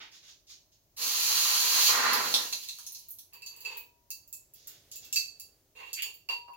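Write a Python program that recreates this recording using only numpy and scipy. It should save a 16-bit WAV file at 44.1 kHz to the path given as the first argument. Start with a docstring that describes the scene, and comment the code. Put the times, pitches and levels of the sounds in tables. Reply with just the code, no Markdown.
"""A small hard-walled room; a dish stands a little to the right of a stereo microphone pair, far enough
off that the room outweighs the direct sound. After a few soft scuffs, water meets red-hot metal in the
dish: tiny bursts of steam merge into a hiss, vapour bubbles collapse as the water boils up, and the
sizzle dies away in the sharp pops of the last drops. Then a metal utensil clinks and scrapes lightly
against the dish, which thuds and holds one long note. Behind it, room air and a faint far-off rumble."""
import sys
import numpy as np
from scipy import signal
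from scipy.io import wavfile
from scipy.ndimage import uniform_filter1d

SR = 44100
rng = np.random.default_rng(int(sys.argv[2]) if len(sys.argv) > 2 else 0)


def wav_record(signal):
    """Record a signal, one row per channel, as 16-bit PCM in the file named by sys.argv[1]."""
    frames = np.transpose(np.atleast_2d(signal))
    bounded = np.clip(frames, -1, 1)
    # unit amplitude maps onto the largest positive 16-bit level
    quanta = np.round(bounded * 32767).astype(np.int16)
    wavfile.write(sys.argv[1], SR, quanta)


N = 289296
TIME = np.arange(N) / SR

# Levels in all tables are relative; a colour is a spectrum, given as level per unit bandwidth.
# how hard the water boils: t/s, level of the small bubbles/dB
BOIL = [(.97, -60), (1.015, -47), (1.36, -41), (1.85, -38), (1.98, -30), (2.08, -26), (2.23, -37),
        (2.38, -43), (2.75, -92)]
# short resonances of the wet metal: f/Hz, level/dB, t60/s
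WET_METAL = [(2730, -5, 0.034), (4130, 4.5, 0.034), (4334, 1.5, 0.015), (4556, -9, 0.024)]
# modes of the utensil, the main pair first: f/Hz, level/dB, t60/s
UTENSIL = [(2720, 8.5, 0.15), (2740, -3, 0.23), (4150, -18.5, 0.18), (4530, -0.5, 0.11), (4592, 2.5, 0.09),
           (7130, -17.5, 0.11), (7500, -31, .18), (8420, -29.5, 0.064), (9600, -39, 0.147),
           (9900, -28.5, 0.137), (12900, -11.5, 0.17), (15200, -29, .13)]
# light contacts: t/s, tick/dB, main modes/dB, upper modes/dB, main pitch/Hz, tick tilt/(dB per octave)
CLINKS = [(3.3343, -40, -65, -52, 2707, 7.5), (3.4215, -43, -50, -44, 2610, -5),
          (3.4635, -34, -76, -40, 2660, -5), (3.5648, -40, -79, -56, 2620, 6),
          (3.6066, -37.5, -72, -50.5, 2800, 5.5), (3.6507, -33, -38, -37.5, 2592, -8),
          (3.7726, -25, -53.5, -88, 2495, 13.5), (4.1053, -22.5, -54.5, -42.5, 2635, 4),
          (4.2785, -46, -81, -72, 2650, 5), (4.3287, -28.5, -63, -62, 2586, 2.5),
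          (4.538, -38, -77, -68, 2640, 9.5), (4.6734, -31.5, -67.5, -59, 2740, 2),
          (4.9163, -35.5, -77, -53.5, 2680, -5.5), (4.959, -32, -62.5, -74.5, 2625, 3.5),
          (5.0485, -34, -61.5, -69, 2645, 12), (5.128, -20, -43, -42, 2670, -5),
          (5.1602, -18.5, -34, -22.5, 2600, -4.5), (5.399, -33, -63, -48, 2642, 3.5),
          (5.932, -26.5, -54, -36.5, 2666, -4), (6.023, -22.5, -39, -36, 2697, 5.5),
          (6.142, -38, -76, -74, 2640, 13), (6.2891, -46, -33.5, -32.5, 2700, -1),
          (6.479, -61, -62.5, -59, 2747, -15.5), (6.5342, -51, -56, -67, 2660, 9)]
# firmer knocks that wake the dish: t/s, thud/dB, long note/dB
KNOCKS = [(2.341, -48, -52), (2.787, -70, -59), (3.335, -63, -55.5), (3.652, -61.5, -49.5),
          (5.802, -48, -71), (6.290, -40, -34.5), (6.480, -46, -37.5)]


def steam(gain_db=-3.0, spit_db=-1, fizz_db=3.5, drowned_db=-8.5, cooled_db=3):
    """Countless tiny bursts merge into a hiss; as the metal cools they thin out into separate spits."""
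    # strength of the steam jet: t/s, level/dB
    jet = [(.965, -40), (1.015, -30), (1.37, -25.5), (1.7, -25.5), (1.885, -21.5), (1.93, -28), (2.17, -31),
           (2.38, -33.5), (2.6, -48), (2.82, -55), (3.0, -61), (3.3, -79.5)]
    # colour of the hiss: f/Hz, level/dB
    colour = [(500, -35.5), (1800, -21), (2700, -4.5), (3650, -6.5), (4100, 2), (4550, 2), (5000, -5.5),
              (6400, -1.5), (7200, -6.5), (8300, -17.5), (10500, -10.5), (15800, -8)]
    gain, boiling = level(jet), level(BOIL)
    heat = np.sqrt(gain / gain.max())
    spits = grains(per_s=450, spread_db=4)
    bursts = heat * grains(per_s=9000, spread_db=1.5) + (1 - heat) * amp(spit_db) * spits
    hiss = coloured(bursts, colour)
    fizz = treble(hiss, hz=7400)
    # a full boil drowns the top fizz; its share grows as the metal cools
    fizz_share = amp(fizz_db + drowned_db * boiling / boiling.max() + cooled_db * (0.5 - heat))
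    return gain * amp(gain_db) * (evened(hiss - fizz) + fizz_share * evened(fizz))


def boil(flutter_db=4.0, gulp_db=17, gulp_s=0.13, flood_at_s=2.11, flood_db_per_s=53.5):
    """Vapour bubbles collapse in quick clumps and sound the water in the dish."""
    # colour of the bubbles: f/Hz, level/dB
    colour = [(50, -45), (110, -24), (160, -24.5), (240, -12), (300, -15), (450, -6.5), (680, -9), (980, 0),
              (1150, -3), (1300, -1.5), (1850, -5.5), (2300, -10.5), (3500, -16.5), (8000, -44)]
    clumps = evened(uniform_filter1d(rng.standard_normal(N), size=700))
    bubbles = coloured(grains(per_s=2500, spread_db=2.0) * amp(flutter_db * clumps), colour)
    small = treble(bubbles, hz=760)
    # large bubbles: a gulp at first contact, then a growing share once the water closes in
    gulp = gulp_db * np.exp(-((TIME - BOIL[0][0]) / gulp_s) ** 2)
    flood = flood_db_per_s * np.maximum(TIME - flood_at_s, 0)
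    large_db = np.minimum(-17 + gulp + flood, -8.5)
    return level(BOIL) * (evened(small) + amp(large_db) * evened(bubbles - small))


def sputter(gain_db=-8):
    """Water spattering against the metal keeps it ringing as long as the boil lasts."""
    drops = grains(per_s=760, spread_db=3.0)
    ringing = signal.oaconvolve(drops, ring(WET_METAL, TIME[:SR // 10]))[:N]
    return amp(gain_db) * level(BOIL) * evened(radiated(ringing, hz=1960))


def pops(crack_db=9):
    """Last drops burst on the hot metal and make it ping briefly."""
    # bursting drops: t/s, level/dB, tilt/(dB per octave), ping offset/dB
    drops = [(2.133, -21, 2, -18), (2.341, -17, -6.5, -13), (2.527, -29, -6.5, 4), (2.63, -38.5, -3.5, -14),
             (2.6879, -35.5, -5, 0.5), (2.787, -39.5, -4, -23), (2.866, -34, 2, -16), (2.922, -30, 16, -25),
             (2.949, -39, 1, -11), (2.99, -37, 15, -29), (3.086, -35, 13.5, -36), (3.107, -33.5, 11.5, -46),
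             (3.187, -41, 2, -17.5)]
    # colour of a burst: f/Hz, level/dB
    colour = [(60, -53.5), (200, -49.5), (1000, -17.5), (2300, -21), (3100, -2), (4300, 0.5), (6500, 8),
              (8300, -3.5), (11000, 1), (15800, -0.5)]
    out = np.zeros(N)
    ping = radiated(ring(WET_METAL, TIME[:SR // 10]), hz=2000)
    for s, db, tilt_db, ping_db in drops:
        add(out, s, amp(db + crack_db) * crack(colour, tilt_db, decay_s=0.00059))
        add(out, s, amp(db + ping_db) * ping)
    return out


def utensil_ticks(gain_db=7):
    """Each hard contact of utensil and dish gives a brief crack."""
    # colour of a tick: f/Hz, level/dB
    colour = [(100, -50), (400, 10), (1400, -66), (3000, -15), (4500, -2), (6000, 4), (7500, 9.5),
              (8300, -8.5), (10000, -0.5), (13000, 4), (15800, 6)]
    out = np.zeros(N)
    for s, tick_db, _, _, _, tilt_db in CLINKS:
        add(out, s - .001, amp(tick_db + gain_db) * crack(colour, tilt_db, decay_s=0.0021))
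    return radiated(out, hz=2200)


def utensil_rings(gain_db=1, main_hz=2680, wander=0.0041):
    """The point of contact shares the blow between main and upper modes; the grip shifts their pitch."""
    out, t = np.zeros(N), TIME[:SR // 2]
    grips = rng.standard_normal(len(CLINKS))
    for (s, _, main_db, upper_db, pitch_hz, _), grip in zip(CLINKS, grips):
        main = ring(UTENSIL[:2], t * pitch_hz / main_hz)
        upper = ring(UTENSIL[2:], t * (1 + wander * grip))
        add(out, s, amp(main_db) * main + amp(upper_db) * upper)
    return radiated(amp(gain_db) * out, hz=2430)


def scrapes(rasp_db=-6, sing_db=-4, soft_hz=2300, main_hz=2680):
    """Stick-slip clicks rasp on the dish; being soft, they sound mostly the utensil's lower modes."""
    # the utensil sliding on the dish: t/s, length/s, level/dB, main pitch/Hz
    slides = [(3.322, 0.029, -50, 2600), (3.402, .035, -55.5, 2510), (3.46, 0.27, -55, 2653),
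              (3.638, .13, -42, 2540), (5.749, 0.093, -44.5, 2684), (5.852, 0.08, -49, 2665),
              (6.021, 0.044, -45.5, 2790), (6.286, 0.028, -35, 2717)]
    # colour of the rasp: f/Hz, level/dB
    colour = [(100, -35), (280, -28), (450, -2), (650, -19.5), (1000, -1), (1350, -14.5), (2200, -19),
              (2650, 6), (3300, -9.5), (4500, -8.5), (5300, -21), (7200, -12.5), (8300, -27.5),
              (15000, -17.5)]
    out, t = np.zeros(N), TIME[:SR // 3]
    slips = grains(per_s=410, spread_db=1.5)
    soft_slips = signal.sosfilt(signal.butter(2, soft_hz, fs=SR, output="sos"), slips)
    rasp = evened(coloured(slips, colour))
    upper = ring(UTENSIL[2:], t)
    for s, length, db, pitch_hz in slides:
        body = ring(UTENSIL[:2], t * pitch_hz / main_hz) + upper
        sing = evened(radiated(signal.oaconvolve(soft_slips, body)[:N], hz=1790))
        out += stroke(s, length, db) * (amp(rasp_db) * rasp + amp(sing_db) * sing)
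    return out


def grates(width_hz=900):
    """Quick slips excite a contact resonance that rises as the pressure grows."""
    # harder drags: t/s, length/s, level/dB, start f/Hz, end f/Hz
    drags = [(5.782, 0.067, -49.5, 2170, 2540), (5.955, 0.091, -38, 2420, 3000)]
    out, pole = np.zeros(N), np.exp(-np.pi * width_hz / SR)
    slips = grains(per_s=800, spread_db=6)
    for s, length, db, start_hz, end_hz in drags:
        count = int(length * SR)
        glide = np.exp(2j * np.pi * np.cumsum(np.linspace(start_hz, end_hz, count)) / SR)
        # shift down, low-pass, shift back: a resonance that follows the glide
        shifted = slips[int(s * SR):][:count] / glide
        rasp = (glide * signal.lfilter([1], np.poly([pole, pole]), shifted)).real
        add(out, s, amp(db) * evened(rasp) * signal.windows.tukey(count, .5))
    return radiated(out, hz=1600)


def dish_thuds():
    """Firm knocks strike the dish's quickly dying modes and leave a dull thud."""
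    # modes of the dish: f/Hz, level/dB, t60/s
    modes = [(432, -36.5, 0.109), (973, 4, 0.12), (1056, 2, 0.12)]
    blows = np.zeros(N)
    for s, db, _ in KNOCKS:
        add(blows, s, amp([db]))
    return radiated(signal.oaconvolve(blows, ring(modes, TIME[:SR // 2]))[:N], hz=400)


def dish_note(hz=955, rise_s=.012, t60_s=1.58, left_db=-8, right_db=-26.5):
    """Each knock feeds the dish's one long note, which is stronger at the left microphone."""
    power, t = np.zeros(N), TIME[:2 * SR]
    fade = np.minimum(t / rise_s, 1) * amp(-60 * t / t60_s)
    for s, _, db in KNOCKS:
        add(power, s, (amp(db) * fade) ** 2)
    return amp([[left_db], [right_db]]) * np.sqrt(power) * np.sin(2 * np.pi * hz * TIME)


def scuffs(gain_db=-1.0):
    """Fine-grained rubbing whose brightness changes from stroke to stroke."""
    # soft handling noises: t/s, length/s, level/dB, treble lift and bass cut/dB
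    strokes = [(.001, 0.012, -41.5, -11), (.11, 0.053, -52, 1), (.22, .06, -55, 0.5),
               (.278, 0.013, -52.5, 2.5), (.466, 0.023, -63.5, 12), (0.492, 0.0096, -47, 3.5),
               (0.716, .01, -69.5, 11), (4.53, 0.22, -64.5, 5.5), (4.666, 0.037, -59.5, -8.5),
               (4.72, 0.18, -68.5, -1.5), (4.908, 0.053, -60.5, 12), (5.02, 0.014, -50, 3.5),
               (5.055, 0.072, -66, -5)]
    # colour of the rubbing: f/Hz, level/dB
    colour = [(100, -35), (300, -25.5), (900, -16), (2000, -9.5), (3800, -2.5), (6500, -3), (8300, -23),
              (12000, -20), (15800, -22)]
    rub = evened(coloured(grains(per_s=3400, spread_db=2.5), colour))
    high, out = treble(rub, hz=3020), np.zeros(N)
    for s, length, db, bright_db in strokes:
        out += stroke(s, length, db) * (high * amp(bright_db) + (rub - high) / amp(bright_db))
    return amp(gain_db) * out


def rumble():
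    """A dull swell of noise, far off outside."""
    # its rise and fall: t/s, level/dB
    swell = [(4.2, -92), (4.7, -68.5), (5.05, -66.5), (5.6, -74), (6.0, -88.5)]
    # its colour: f/Hz, level/dB
    colour = [(30, -8.5), (110, 2), (170, -10.5), (400, -4), (650, -8), (1000, -20), (2500, -19)]
    return level(swell) * evened(coloured(rng.standard_normal(N), colour))


def room_air(gain_db=-71, side_db=-12, side_treble_db=-2):
    """Quiet room tone: a rumble common to both microphones under a wide faint hiss."""
    # colour of the air: f/Hz, level/dB
    colour = [(15, -39.5), (25, 0.5), (110, 2), (221, -10), (399, -5), (457, -17.5), (631, -6.5),
              (703, -13.5), (1380, -22.5), (3260, -23), (6550, -17), (8350, -28), (15500, -16)]
    mid, side = (evened(coloured(rng.standard_normal(N), colour, size=8192)) for _ in range(2))
    side = amp(side_db) * side + amp(side_treble_db) * treble(side, hz=700)
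    return amp(gain_db) * np.array([mid + side, mid - side])


def room(x, direct_db, early_db=-3, early_s=0.032, shared_hz=330, build_s=0.0051, slot=20):
    """Direct sound, close reflections and a diffuse tail that differs per microphone above the bass."""
    # decay of the room: f/Hz, t60/s
    decay = [(200, 0.67), (1000, 0.26), (4000, 0.35), (8000, 0.35), (15000, 0.26)]
    # one reflection of random sign in each slot of samples
    count = SR * 3 // 4 // slot
    arrivals = slot * np.arange(3, count) + rng.integers(0, slot, (2, count - 3))
    taps = np.zeros((2, count * slot))
    np.put_along_axis(taps, arrivals, rng.choice([-1., 1.], arrivals.shape), 1)
    hz, t, bands = signal.stft(taps, SR, nperseg=256)
    bands = bands * amp(-60 * t / at_hz(decay, hz)[:, None])
    shared = np.exp(-(hz[:, None] / shared_hz) ** 2)
    bands[1] = shared * bands[0] + np.sqrt(1 - shared ** 2) * bands[1]
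    early_lift = 1 + amp(early_db) * np.exp(-t / early_s)
    response = signal.istft(bands * early_lift, SR, nperseg=256)[1]
    response *= np.minimum(TIME[:response.shape[1]] / build_s, 1)
    response /= np.linalg.norm(response, axis=1, keepdims=True)
    response[[0, 1], [4, 0]] += amp(direct_db)  # the direct sound reaches the left 4 samples later
    return signal.fftconvolve(x[None], response / np.linalg.norm(response[0]), axes=1)[:, :N]


def grains(per_s, spread_db):
    """Random clicks of uneven size."""
    size = amp(spread_db * np.minimum(rng.exponential(1, N), 4))
    return evened(size * rng.choice([-1, 1], N) * (rng.random(N) < per_s / SR))


def crack(colour, tilt_db, decay_s, size=2048):
    """A very short burst, with the energy of one millisecond at rms 1."""
    burst = coloured(rng.standard_normal(size) * np.exp(-TIME[:size] / decay_s), colour, tilt_db)
    return burst / np.linalg.norm(burst) * np.sqrt(SR / 1000)


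def ring(modes, t):
    """A struck body's modes as a sum of dying sines."""
    return sum(amp(db - 60 * t / t60) * np.sin(2 * np.pi * hz * t) for hz, db, t60 in modes)


def stroke(s, length, db, grip_s=.005, grip_share=0.068, ease_db=-2, release_db_per_s=329):
    """Gain of one rubbing stroke: it takes hold (long ones more slowly), eases a little and lets go."""
    out, t = np.zeros(N), TIME[:SR // 2]
    attack = np.minimum(t / (grip_s + grip_share * length), 1)
    fade_db = ease_db * np.minimum(t / length, 1) - release_db_per_s * np.maximum(t - length, 0)
    add(out, s, attack * amp(db + fade_db))
    return out


def coloured(x, colour, tilt_db=0, size=2048):
    """Minimum-phase filter with the given spectrum, tilted by dB per octave above 1 kHz."""
    hz = abs(np.fft.fftfreq(size, 1 / SR))
    octaves = np.log2(np.maximum(hz, 1000) / 5000)
    log_gain = np.log(amp(at_hz(colour, hz) + tilt_db * octaves))
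    taps = np.fft.ifft(np.exp(np.conj(signal.hilbert(log_gain)))).real
    return signal.oaconvolve(x, taps[:size // 2])[:len(x)]


def radiated(x, hz):
    """Small bodies radiate almost nothing below hz."""
    return signal.sosfilt(signal.butter(3, hz, "high", fs=SR, output="sos"), x)


def treble(x, hz):
    """The part of x above hz."""
    return signal.sosfiltfilt(signal.butter(2, hz, "high", fs=SR, output="sos"), x)


def level(rows):
    """Gain along a (t/s, level/dB) curve, silent outside it."""
    s, db = np.transpose(rows)
    return amp(np.interp(TIME, s, db)) * (TIME >= s[0]) * (TIME <= s[-1])


def at_hz(points, hz):
    """Reads a table along a log-frequency axis."""
    f, value = np.transpose(points)
    return np.interp(np.log(hz + 1), np.log(f), value)


def amp(db):
    """Decibels to gain."""
    return 10 ** (np.asarray(db) / 20)


def evened(x):
    """Scales to rms 1."""
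    return x / np.sqrt(np.mean(x ** 2) + 1e-20)


def add(mix, s, sound):
    """Mixes a sound in at time s."""
    part = mix[max(round(s * SR), 0):][:len(sound)]
    part += sound[:len(part)]


def scene(left_db=-1.0, right_db=2.0, ring_left_db=-2, ring_right_db=1):
    """The dish stands a little to the right; each spot on it reaches the microphones by its own paths."""
    quench = sum(room(steam() + boil() + sputter(), direct_db=-7.5) for spot in range(2)) / np.sqrt(2)
    popping = room(pops(), direct_db=-6.5)
    ticking = room(utensil_ticks(), direct_db=-5.5)
    rubbing = room(scrapes() + grates() + scuffs(), direct_db=-7.5)
    ringing = room(utensil_rings(), direct_db=-7.5) * amp([[ring_left_db], [ring_right_db]])
    knocking = room(dish_thuds(), direct_db=-16.0)
    from_dish = quench + popping + ticking + rubbing + ringing + knocking
    return from_dish * amp([[left_db], [right_db]]) + dish_note() + rumble() + room_air()


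def record(dry, edge_hz=16050):
    """Both channels pass a steep low-pass."""
    taps = signal.firwin(511, edge_hz, window=("kaiser", 9), fs=SR)
    return signal.oaconvolve(dry, taps[None], "same")


dry = scene()
out = record(dry)
wav_record(out)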